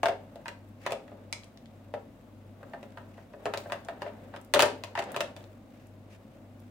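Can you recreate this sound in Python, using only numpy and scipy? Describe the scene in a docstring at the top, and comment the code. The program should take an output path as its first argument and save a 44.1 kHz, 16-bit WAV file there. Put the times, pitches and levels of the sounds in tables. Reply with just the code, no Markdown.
"""Stiff plastic dolls knock and clatter against a hollow toy car as they are lifted out of it.
Each impact excites damped modes of shell and limb; the harder the contact, the brighter the sound.
Joints and fingernails tick, one joint snaps, and friction makes plastic scrape and hair and sleeves
rustle. The car stands on a carpet in a small room that reflects the knocks; far behind, an appliance
hums with the slow beat of its motor against the mains."""
import sys
import numpy as np
from scipy import signal
from scipy.io import wavfile

SR = 44100
rng = np.random.default_rng(int(sys.argv[2]) if len(sys.argv) > 2 else 0)


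def generate_wav(sig):
    """Save sig (samples, or channels by samples) to the path in sys.argv[1] as 16-bit PCM at SR."""
    pcm = np.round(np.clip(np.atleast_2d(sig).T, -1, 1) * 32767).astype(np.int16)
    wavfile.write(sys.argv[1], SR, pcm)


N = 295646
TIME = np.arange(N) / SR
RING = np.arange(SR // 15) / SR   # time axis of one impact [s]
CUTOFF_HZ = 15900

# strong modes of the car's shell: (frequency [Hz], level [dB])
SHELL_MODES = [(125, -10), (265, -6), (328, -13), (409, 0.5), (458, -7), (530, -7), (572, 1), (602, 3),
               (700, -4), (781, -1.5), (856, -20.5), (935, 3), (1073, -3), (1170, -6), (1291, -5),
               (1376, -5), (1520, -5), (1674, -5), (1776, -5.5), (1900, -5.5), (2055, -1.5), (2480, -2),
               (2637, -0.5), (2762, -9), (2900, -2.5), (3182, -23), (3494, -14.5)]
# registers of thud, shell, clack and click: (lower edge [Hz], decay time T60 [s], gain [dB])
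MODE_REGISTERS = [(100.3, 0.11, -2), (480, 0.045, -0.1), (900, .028, 0.5), (2000, 0.021, 2.26)]
# big low panels set the whole body thudding: (panel frequency [Hz], level re shell [dB])
BODY_THUD = [(545, -4), (615, -10.5)]
# crowded upper modes, heard as a noisy snap: (frequency [Hz], spectral density [dB])
SNAP_SPECTRUM = [(3000, -9.5), (4300, 1), (5500, 6), (6800, -2.5), (8200, 1), (10000, -9), (13000, -3.5),
                 (16000, -11.5)]
# plastic sliding on plastic: (frequency [Hz], spectral density [dB])
SKID_SPECTRUM = [(900, -9.5), (1300, 6.5), (2000, 5.5), (3000, -0.5), (4500, -10.5), (6000, -20.5)]


def knocks(gain_db=-0.68, snap_db=-1.5, skid_db=-7.0, detune=0.029, focus_octaves=0.25):
    """Impact excitation: shell and limb ring; a soft contact is too slow to drive the high modes."""
    shell_hz, shell_mode_db = np.transpose(SHELL_MODES)
    upper_hz = np.geomspace(2200, 5000, 22)
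    mode_hz = np.r_[shell_hz, upper_hz]
    mode_db = np.r_[shell_mode_db, at_hz([(2000, -8), (3400, -5), (5000, -8)], upper_hz)]
    register = np.digitize(mode_hz, [row[0] for row in MODE_REGISTERS[1:]])
    snap_noise, skid_noise = coloured(SNAP_SPECTRUM, size=SR), coloured(SKID_SPECTRUM, size=SR)
    out = np.zeros((2, N))
    for s, shell_db, limb_db, hardness, panel_hz in contacts():
        hz = mode_hz * (1 + detune * rng.standard_normal(len(mode_hz)))   # the grip shifts the modes
        limb_hz = max(3300 * 2 ** (hardness / 8), 1750)   # harder blows favour a higher limb resonance
        focus_db = sum(lift_db * np.exp(-(np.log2(hz / centre) / focus_octaves) ** 2)
                       for centre, lift_db in ((panel_hz, 7.0), (limb_hz, 4.0)))
        tilt_db = 0.54 * hardness * np.log2(np.maximum(hz / 1600, 1))   # acts above 1600 Hz
        db = mode_db + focus_db + tilt_db
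        thud_db = shell_db + at_hz(BODY_THUD, panel_hz)
        clack_db = limb_db - hardness
        click_db = limb_db + 1.5 + 0.24 * hardness
        softness = np.clip((-hardness - 6.5) / 10, 0, 1)   # glancing touches build up slowly
        for k, level_db in enumerate((thud_db, shell_db, clack_db, click_db)):
            edge_hz, t60, register_db = MODE_REGISTERS[k]
            rise = 0.55 + 3.22 * softness * edge_hz / 1000
            ring = damped_modes(hz[register == k], db[register == k], t60, rise_cycles=rise)
            add(out, s, from_db(level_db + register_db) * ring)
        add(out, s, from_db(limb_db + hardness + snap_db) * snap(snap_noise))
        add(out, s, from_db((clack_db + click_db) / 2 + skid_db) * skid(skid_noise))
    return from_db(gain_db) * out


# a limb meets the car:
# (time [s], shell level [dB], limb level [dB], hardness as treble lift [dB], panel frequency [Hz])
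IMPACTS = [(0.0316, -23.5, -36, -6, 743), (.057, -26, -35.5, -6.5, 686), (.0843, -26.5, -42.5, -6, 640),
           (0.357, -45, -63, -0.5, 640), (.457, -57, -50.5, -10.5, 900), (0.4814, -48, -45, -4, 580),
           (0.8636, -32, -38.5, -6.5, 900), (0.9069, -38, -49, -4, 590), (0.9208, -30.5, -42.5, -1, 620),
           (1.0785, -53, -64.5, -7, 596), (1.116, -46.5, -69.5, -10, 560), (1.9387, -32.5, -52, -8, 580),
           (2.6287, -48, -65, -13, 554), (2.7341, -40.5, -57, -13, 680), (2.829, -43.5, -58.5, -4, 604),
           (2.9727, -48, -56, -11.5, 810), (3.178, -49.5, -68.5, -13, 780), (3.336, -45, -64.5, -11, 560),
           (3.4556, -30.5, -44.5, -4, 483), (3.462, -31, -49, -11.5, 540), (3.5375, -36.5, -41, -5, 555),
           (3.574, -41.5, -46, 3, 575), (3.657, -40.5, -65.5, -15.5, 620), (3.6986, -44, -55, -11, 710),
           (3.7211, -34, -40.5, -6, 640), (3.8853, -36, -49, -8.5, 670), (4.0194, -35.5, -47, -7, 606),
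           (4.062, -37, -61.5, -14.5, 560), (4.338, -42.5, -60, -14.5, 579),
           (4.3621, -48.5, -53.5, -5.5, 520), (4.538, -24, -27.5, 0.5, 620), (4.5445, -29.5, -35, 1, 540),
           (4.560, -22, -38.5, -10, 560), (4.593, -24, -25.5, -3.5, 900), (4.605, -32, -27, -1.5, 550),
           (4.6225, -24, -30, 3.5, 587), (4.629, -22, -33.5, -9.5, 565), (4.657, -33, -51, 7, 604),
           (4.837, -44, -44.5, -0.5, 613), (4.9523, -41, -44.5, -10, 900), (4.9748, -33, -44, -10, 620),
           (4.991, -32, -41.5, -2, 910), (5.023, -48, -49, -5.5, 555), (5.1439, -51, -49.5, -10, 556),
           (5.163, -34.5, -39, -4, 545), (5.2061, -31, -35.5, -1.5, 630), (5.3643, -50, -55.5, 0, 610)]


def contacts(rebound_s=.007, spread=0.3005):
    """Inelastic collision: each limb lands, then lands again, weaker and softer."""
    delays = rebound_s * (1 + spread * rng.uniform(-1.002, 1, len(IMPACTS)))
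    for (s, shell_db, limb_db, hardness, panel_hz), delay in zip(IMPACTS, delays):
        yield s, shell_db, limb_db, hardness, panel_hz
        yield s + delay, shell_db - 12, limb_db - 10, hardness - 1.5, panel_hz


def damped_modes(hz, level_db, t60, scatter_db=3.0, apart_hz=4500, rise_cycles=0.65):
    """Modal superposition: one blow starts decaying sinusoids, each with its own strength."""
    strength, split, sign = rng.standard_normal((3, len(hz), 1))
    hz = hz[:, None]
    # short waves reach the two sides out of step
    phase = np.minimum(hz / apart_hz, 1) * split * np.array([1, -1])[:, None, None]
    amplitude = np.sign(sign) * from_db(level_db[:, None] + scatter_db * strength)
    waves = amplitude * np.sin(2 * np.pi * hz * RING + phase)
    onset = 1 - np.exp(-(RING * hz.mean() / rise_cycles) ** 2)   # low registers build up more slowly
    return unit_attack(waves.sum(1) * onset * decay(t60))


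def snap(noise, t60=0.039, spike=1.2, spike_s=0.00051):
    """Modal overlap: crowded high modes merge into noise, with a spike at the instant of contact."""
    return burst(noise, decay(t60) + spike * np.exp(-RING / spike_s))


def skid(noise, length_s=.016, slip_s=0.0021, count=6):
    """Stick-slip friction: the limb skids on in tiny slips, each weaker the later it comes."""
    slips = rng.uniform(0, length_s, (count, 1))
    since = RING - slips
    pulses = (since > 0) * np.exp(-np.abs(since) / slip_s - slips / length_s)
    return burst(noise, pulses.sum(0))


# modes of a doll's limb: (frequency [Hz], level [dB])
LIMB_MODES = [(600, -9), (930, -9.5), (1500, -17), (2185, 0.5), (2320, -1.5), (2425, -20), (2950, -22),
              (3400, -10), (3790, -13), (4050, -2), (4720, -4.5), (5195, -9), (6100, -20), (6820, -16),
              (8150, -12)]
# the crack of its joint: (frequency [Hz], spectral density [dB])
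CRACK_SPECTRUM = [(700, -19), (1500, -14), (2500, 3.5), (4500, -5.5), (8000, -3), (11000, -19),
                  (15000, -31)]


def joint(s=1.327, level_db=-36, crack_db=-1.0, rebound_s=.006, rebound_db=-8):
    """Elastic release: a stiff joint snaps over and rebounds, ringing a limb that the hand damps."""
    out = np.zeros((2, N))
    hz, db = np.transpose(LIMB_MODES)
    noise = coloured(CRACK_SPECTRUM, size=SR)
    for delay, loss_db in ((0, 0), (rebound_s, rebound_db)):
        ring = damped_modes(hz, db, t60=0.02, scatter_db=0.0)
        crack = from_db(crack_db) * burst(noise, decay(t60=0.011))
        add(out, s + delay, from_db(level_db + loss_db) * (ring + crack))
    return out


# ticks of joints and fingernails: (time [s], level [dB], centre frequency [Hz])
SMALL_TICKS = [(1.435, -52, 2980), (1.443, -56.5, 6850), (1.574, -54.5, 3160), (1.658, -56.5, 2700),
               (3.849, -54.5, 4970), (4.414, -58, 9000), (4.448, -57.5, 8850), (5.040, -51, 5600),
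               (5.119, -46.5, 9500), (5.408, -60, 2960), (5.441, -57, 3530), (5.870, -63.5, 8950),
               (6.602, -64.5, 8900)]


def ticks(t60=0.0074, gain_db=-4, edge_ratio=1.64, faint_per_s=1.5, faint_db=-69, faint_hz=(2980, 10000)):
    """Damped resonance: small stiff parts give a tiny burst in one broad band, faint ones at random."""
    out = np.zeros((2, N))
    chance = rng.random((round(faint_per_s * N / SR), 2))
    faint = [(when * N / SR, faint_db, np.interp(pitch, [0, 1], faint_hz)) for when, pitch in chance]
    for s, level_db, centre_hz in SMALL_TICKS + faint:
        pulse = rng.standard_normal((2, len(RING))) * decay(t60)
        tick = band_pass(pulse, centre_hz / edge_ratio, min(centre_hz * edge_ratio, CUTOFF_HZ))
        add(out, s, from_db(level_db + gain_db) * unit_attack(tick))
    return out


# limbs slip along the shell: (time [s], half-width [s], level [dB])
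LIMB_SCRAPES = [(.858, 0.0076, -48), (.895, .015, -57), (4.014, 0.0082, -53), (4.075, .02, -51),
                (4.345, 0.02, -58), (4.988, 0.015, -37), (5.108, 0.022, -51)]


def scrapes(judder_db=2.5):
    """Stick-slip friction: plastic drags over plastic in quick, uneven catches."""
    judder = from_db(judder_db * (drift(700) - 0.5))
    return swells(LIMB_SCRAPES) * judder * coloured(SKID_SPECTRUM)


# hands grip, tug or drag a toy: (start [s], duration [s], rubbing level [dB], brushing level [dB])
HAND_GRIPS = [(0.03, 0.48, -57, -71), (0.8, .42, -55, -81), (2.582, 0.5, -54.5, -66), (3.37, 1.0, -51, -63),
              (3.563, 0.1, -58, -52.5), (4.576, 0.48, -52, -65), (5.047, 0.14, -40.5, -72),
              (5.344, 0.085, -52.5, -59)]
RESTING_RUB_DB, RESTING_BRUSH_DB = -57, -66.5   # the hands are never quite still


def effort(attack_s=0.027, release_s=0.094):
    """Incoherent addition: the powers of grips and resting hands sum to rubbing and brushing levels."""
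    power = from_db([[RESTING_RUB_DB], [RESTING_BRUSH_DB]]) ** 2
    for s, length, rub_db, brush_db in HAND_GRIPS:
        attack = np.clip((TIME - s) / attack_s, 0, 1)
        release = np.exp(-np.maximum(TIME - s - length, 0) / release_s)
        power = power + (from_db([[rub_db], [brush_db]]) * attack * release) ** 2
    return 10 * np.log10(power)


# skin on shell, hair and cloth, finger on doll, carpet: (frequency [Hz], spectral density [dB])
RUB_SPECTRUM = [(200, -32.5), (400, -8.5), (590, 3), (900, -11.5), (1500, -14.5), (3000, -27.5)]
CLOTH_SPECTRUM = [(900, -4.5), (1600, 10.5), (2800, 2), (5000, -7), (8000, -2.5), (11000, -15.5),
                  (16000, 0)]
FINGER_SPECTRUM = [(1500, -5), (2300, 6), (2900, -11), (3700, -7), (8000, -14), (12000, -22)]
CARPET_SPECTRUM = [(60, -6), (90, -4), (125, 1), (170, -8), (230, -3.5)]
# fingers slide over a doll: (time [s], half-width [s], level [dB])
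FINGER_SLIDES = [(0.862, 0.063, -59.5), (2.922, 0.004, -61), (3.183, 0.081, -67), (5.80, 0.075, -67.5),
                 (6.128, 0.035, -59.5), (6.347, 0.039, -73)]
# the car rocks or a hand comes down on the carpet: (time [s], half-width [s], level [dB])
CARPET_BUMPS = [(2.39, 0.042, -63), (4.60, 0.06, -41), (5.19, .04, -70)]


def handling(rub_db=-3.5, cloth_db=-7.5, rub_rough_db=1.0, brush_rough_db=2.5):
    """Friction noise: skin, hair and sleeves catch unevenly, while the carpet cushions dull bumps."""
    rubbing_db, brushing_db = effort()
    rubbing = from_db(rubbing_db + rub_db + rub_rough_db * drift(42)) * coloured(RUB_SPECTRUM)
    cloth = from_db(brushing_db + cloth_db) * coloured(CLOTH_SPECTRUM)
    fingers = swells(FINGER_SLIDES) * coloured(FINGER_SPECTRUM)
    catches = from_db(brush_rough_db * drift(160))
    bumps = swells(CARPET_BUMPS) * coloured(CARPET_SPECTRUM)
    return rubbing + (cloth + fingers) * catches + bumps


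# near walls and furniture: (left delay [s], right delay [s], level [dB])
REFLECTIONS = [(.0056, .0057, -12), (.0103, .0101, -14)]


def early_echoes(x):
    """Specular reflection: each close surface returns a blow once, at a different delay on each side."""
    out = np.zeros((2, N))
    for *delays, db in REFLECTIONS:
        for side, delay in enumerate(delays):
            out[side] += from_db(db) * np.interp(TIME - delay, TIME, x[side], left=0)
    return out


# reverberation time: (frequency [Hz], T60 [s])
REVERB_T60 = [(100, 0.52), (250, 0.47), (550, 0.3), (1400, 0.28), (3700, 0.31), (9000, 0.26), (15000, .2)]
# strength of the diffuse field: (frequency [Hz], level re direct sound [dB])
REVERB_LEVEL = [(100, -14.5), (300, -2), (600, 0), (1400, -4.5), (4000, -7), (9000, -7), (15000, -13.5)]


def reverberation(x, onset_s=0.0034):
    """Diffuse field: dense echoes set in after a few milliseconds and decay band by band."""
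    t = TIME[:SR * 3 // 5]
    onset = np.clip(t / onset_s - .5, 0, 1)
    response = 0
    for hz, band in noise_bands(len(t)):
        fade = onset * decay(at_hz(REVERB_T60, hz), t)
        response += from_db(at_hz(REVERB_LEVEL, hz)) * band * fade / np.sqrt(np.sum(fade ** 2))
    return signal.fftconvolve(x, response, axes=1)[:, :N]


# mains buzz, a motor just under it and a deeper tone: (frequency [Hz], level [dB])
HUM_TONES = [(99.96, -56.8), (98.27, -60.9), (47.5, -67)]


def appliance_hum(in_phase_s=.1):
    """Beats: the hum swells whenever mains and motor fall into step."""
    t = TIME - in_phase_s
    return sum(from_db(db) * np.sqrt(2) * np.cos(2 * np.pi * hz * t) for hz, db in HUM_TONES)


# low rumble and room air: (frequency [Hz], spectral density [dB])
RUMBLE_SPECTRUM = [(50, -19.5), (80, -9.5), (140, 1.5), (185, -11.5), (240, 6.5), (300, 0), (370, -23.5),
                   (500, -31.5)]
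AIR_SPECTRUM = [(15, -35), (25, -2), (48, -7.5), (102, -2.5), (170, -7), (242, 3.5), (439, -43.5),
                (591, 1.5), (714, -22.5), (1230, -9.5), (1370, -34), (2410, -23.5), (6740, -34.5),
                (14800, -36.5), (16000, -46)]


def ambience(air_db=-59.0, resting_rumble_db=-55.5, rumble_share=0.4):
    """Noise floor: steady room air and a low rumble that grows as the hands work."""
    rumble_db = resting_rumble_db + rumble_share * (effort()[0] - RESTING_RUB_DB)
    return from_db(rumble_db) * coloured(RUMBLE_SPECTRUM) + from_db(air_db) * coloured(AIR_SPECTRUM)


# likeness of the two sides: (frequency [Hz], left-right correlation [1])
COHERENCE = [(100, 0.92), (300, 0.94), (700, 0.68), (1500, 0.14), (4000, 0.15), (15000, 0.049)]


def noise_bands(size, low_hz=0, high_hz=np.inf):
    """Spatial coherence: yield (Hz, stereo noise band), the two sides alike in the bass only."""
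    edges = np.geomspace(25, 17000, 23)
    white = rng.standard_normal((2, 2, size + SR // 10))
    for k, (low, high) in enumerate(zip(edges, edges[1:])):
        hz = np.sqrt(low * high)
        if low_hz < hz < high_hz:
            mid, side = band_pass(white[k % 2], low, high)[:, -size:]
            alike = at_hz(COHERENCE, hz)
            mid, side = np.sqrt((1 + alike) / 2) * mid, np.sqrt((1 - alike) / 2) * side
            yield hz, np.array([mid + side, mid - side])


def coloured(spectrum, size=N):
    """Spectral shaping: weighted bands sum to stereo noise of unit power."""
    bands = noise_bands(size, spectrum[0][0] / np.sqrt(2), spectrum[-1][0] * np.sqrt(2))
    return unit_power(sum(from_db(at_hz(spectrum, hz)) * band for hz, band in bands))


def burst(noise, envelope):
    """Gating: a random stretch of noise under a short envelope."""
    start = rng.integers(noise.shape[1] - len(RING))
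    return unit_attack(noise[:, start:start + len(RING)] * envelope)


def swells(rows):
    """Gaussian envelopes from (time [s], half-width [s], level [dB])."""
    return sum(from_db(db) * np.exp(-((TIME - s) / width) ** 2) for s, width, db in rows)


def drift(rate_hz):
    """Random modulation of unit power."""
    knots = rng.standard_normal(4096)
    return unit_power(np.interp(TIME * rate_hz, np.arange(len(knots)), knots))


def decay(t60, t=RING):
    """Exponential damping: 60 dB in t60 seconds."""
    return from_db(-60 * t / t60)


def band_pass(x, low_hz, high_hz):
    """Filter to one band."""
    return signal.sosfilt(signal.butter(2, [low_hz, high_hz], "band", fs=SR, output="sos"), x)


def from_db(db):
    """Decibels to amplitude."""
    return 10 ** (np.asarray(db) / 20)


def unit_power(x):
    """Normalise the mean square."""
    return x / np.sqrt(np.mean(x ** 2) + 1e-20)


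def unit_attack(x):
    """Normalise to the mean square of the first 12 ms."""
    return x / np.sqrt(np.mean(x[:, :SR // 83] ** 2) + 1e-20)


def at_hz(points, hz):
    """Interpolate on a log-frequency axis."""
    known_hz, values = np.transpose(points)
    return np.interp(np.log(hz), np.log(known_hz), values)


def add(track, s, sound):
    """Superpose a short sound at time s."""
    i = max(round(s * SR), 0)
    track[:, i:i + sound.shape[1]] += sound[:, :N - i]


def scene(left_db=0.7):
    """Superposition of toys, echoes, hands and background, a little louder on the left."""
    toys = knocks() + joint() + ticks() + scrapes()
    mix = toys + early_echoes(toys) + reverberation(toys) + handling() + appliance_hum() + ambience()
    return mix * from_db([[left_db], [-left_db]])


def record(dry, ceiling=.8):
    """Saturation rounds the loudest peaks; band limiting removes the deepest bass and the very top."""
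    rounded = ceiling * np.tanh(dry / ceiling)
    trimmed = signal.sosfilt(signal.butter(2, 32, "high", fs=SR, output="sos"), rounded)
    return signal.sosfilt(signal.ellip(10, .3, 80, CUTOFF_HZ, fs=SR, output="sos"), trimmed)


dry = scene()
out = record(dry)
generate_wav(out)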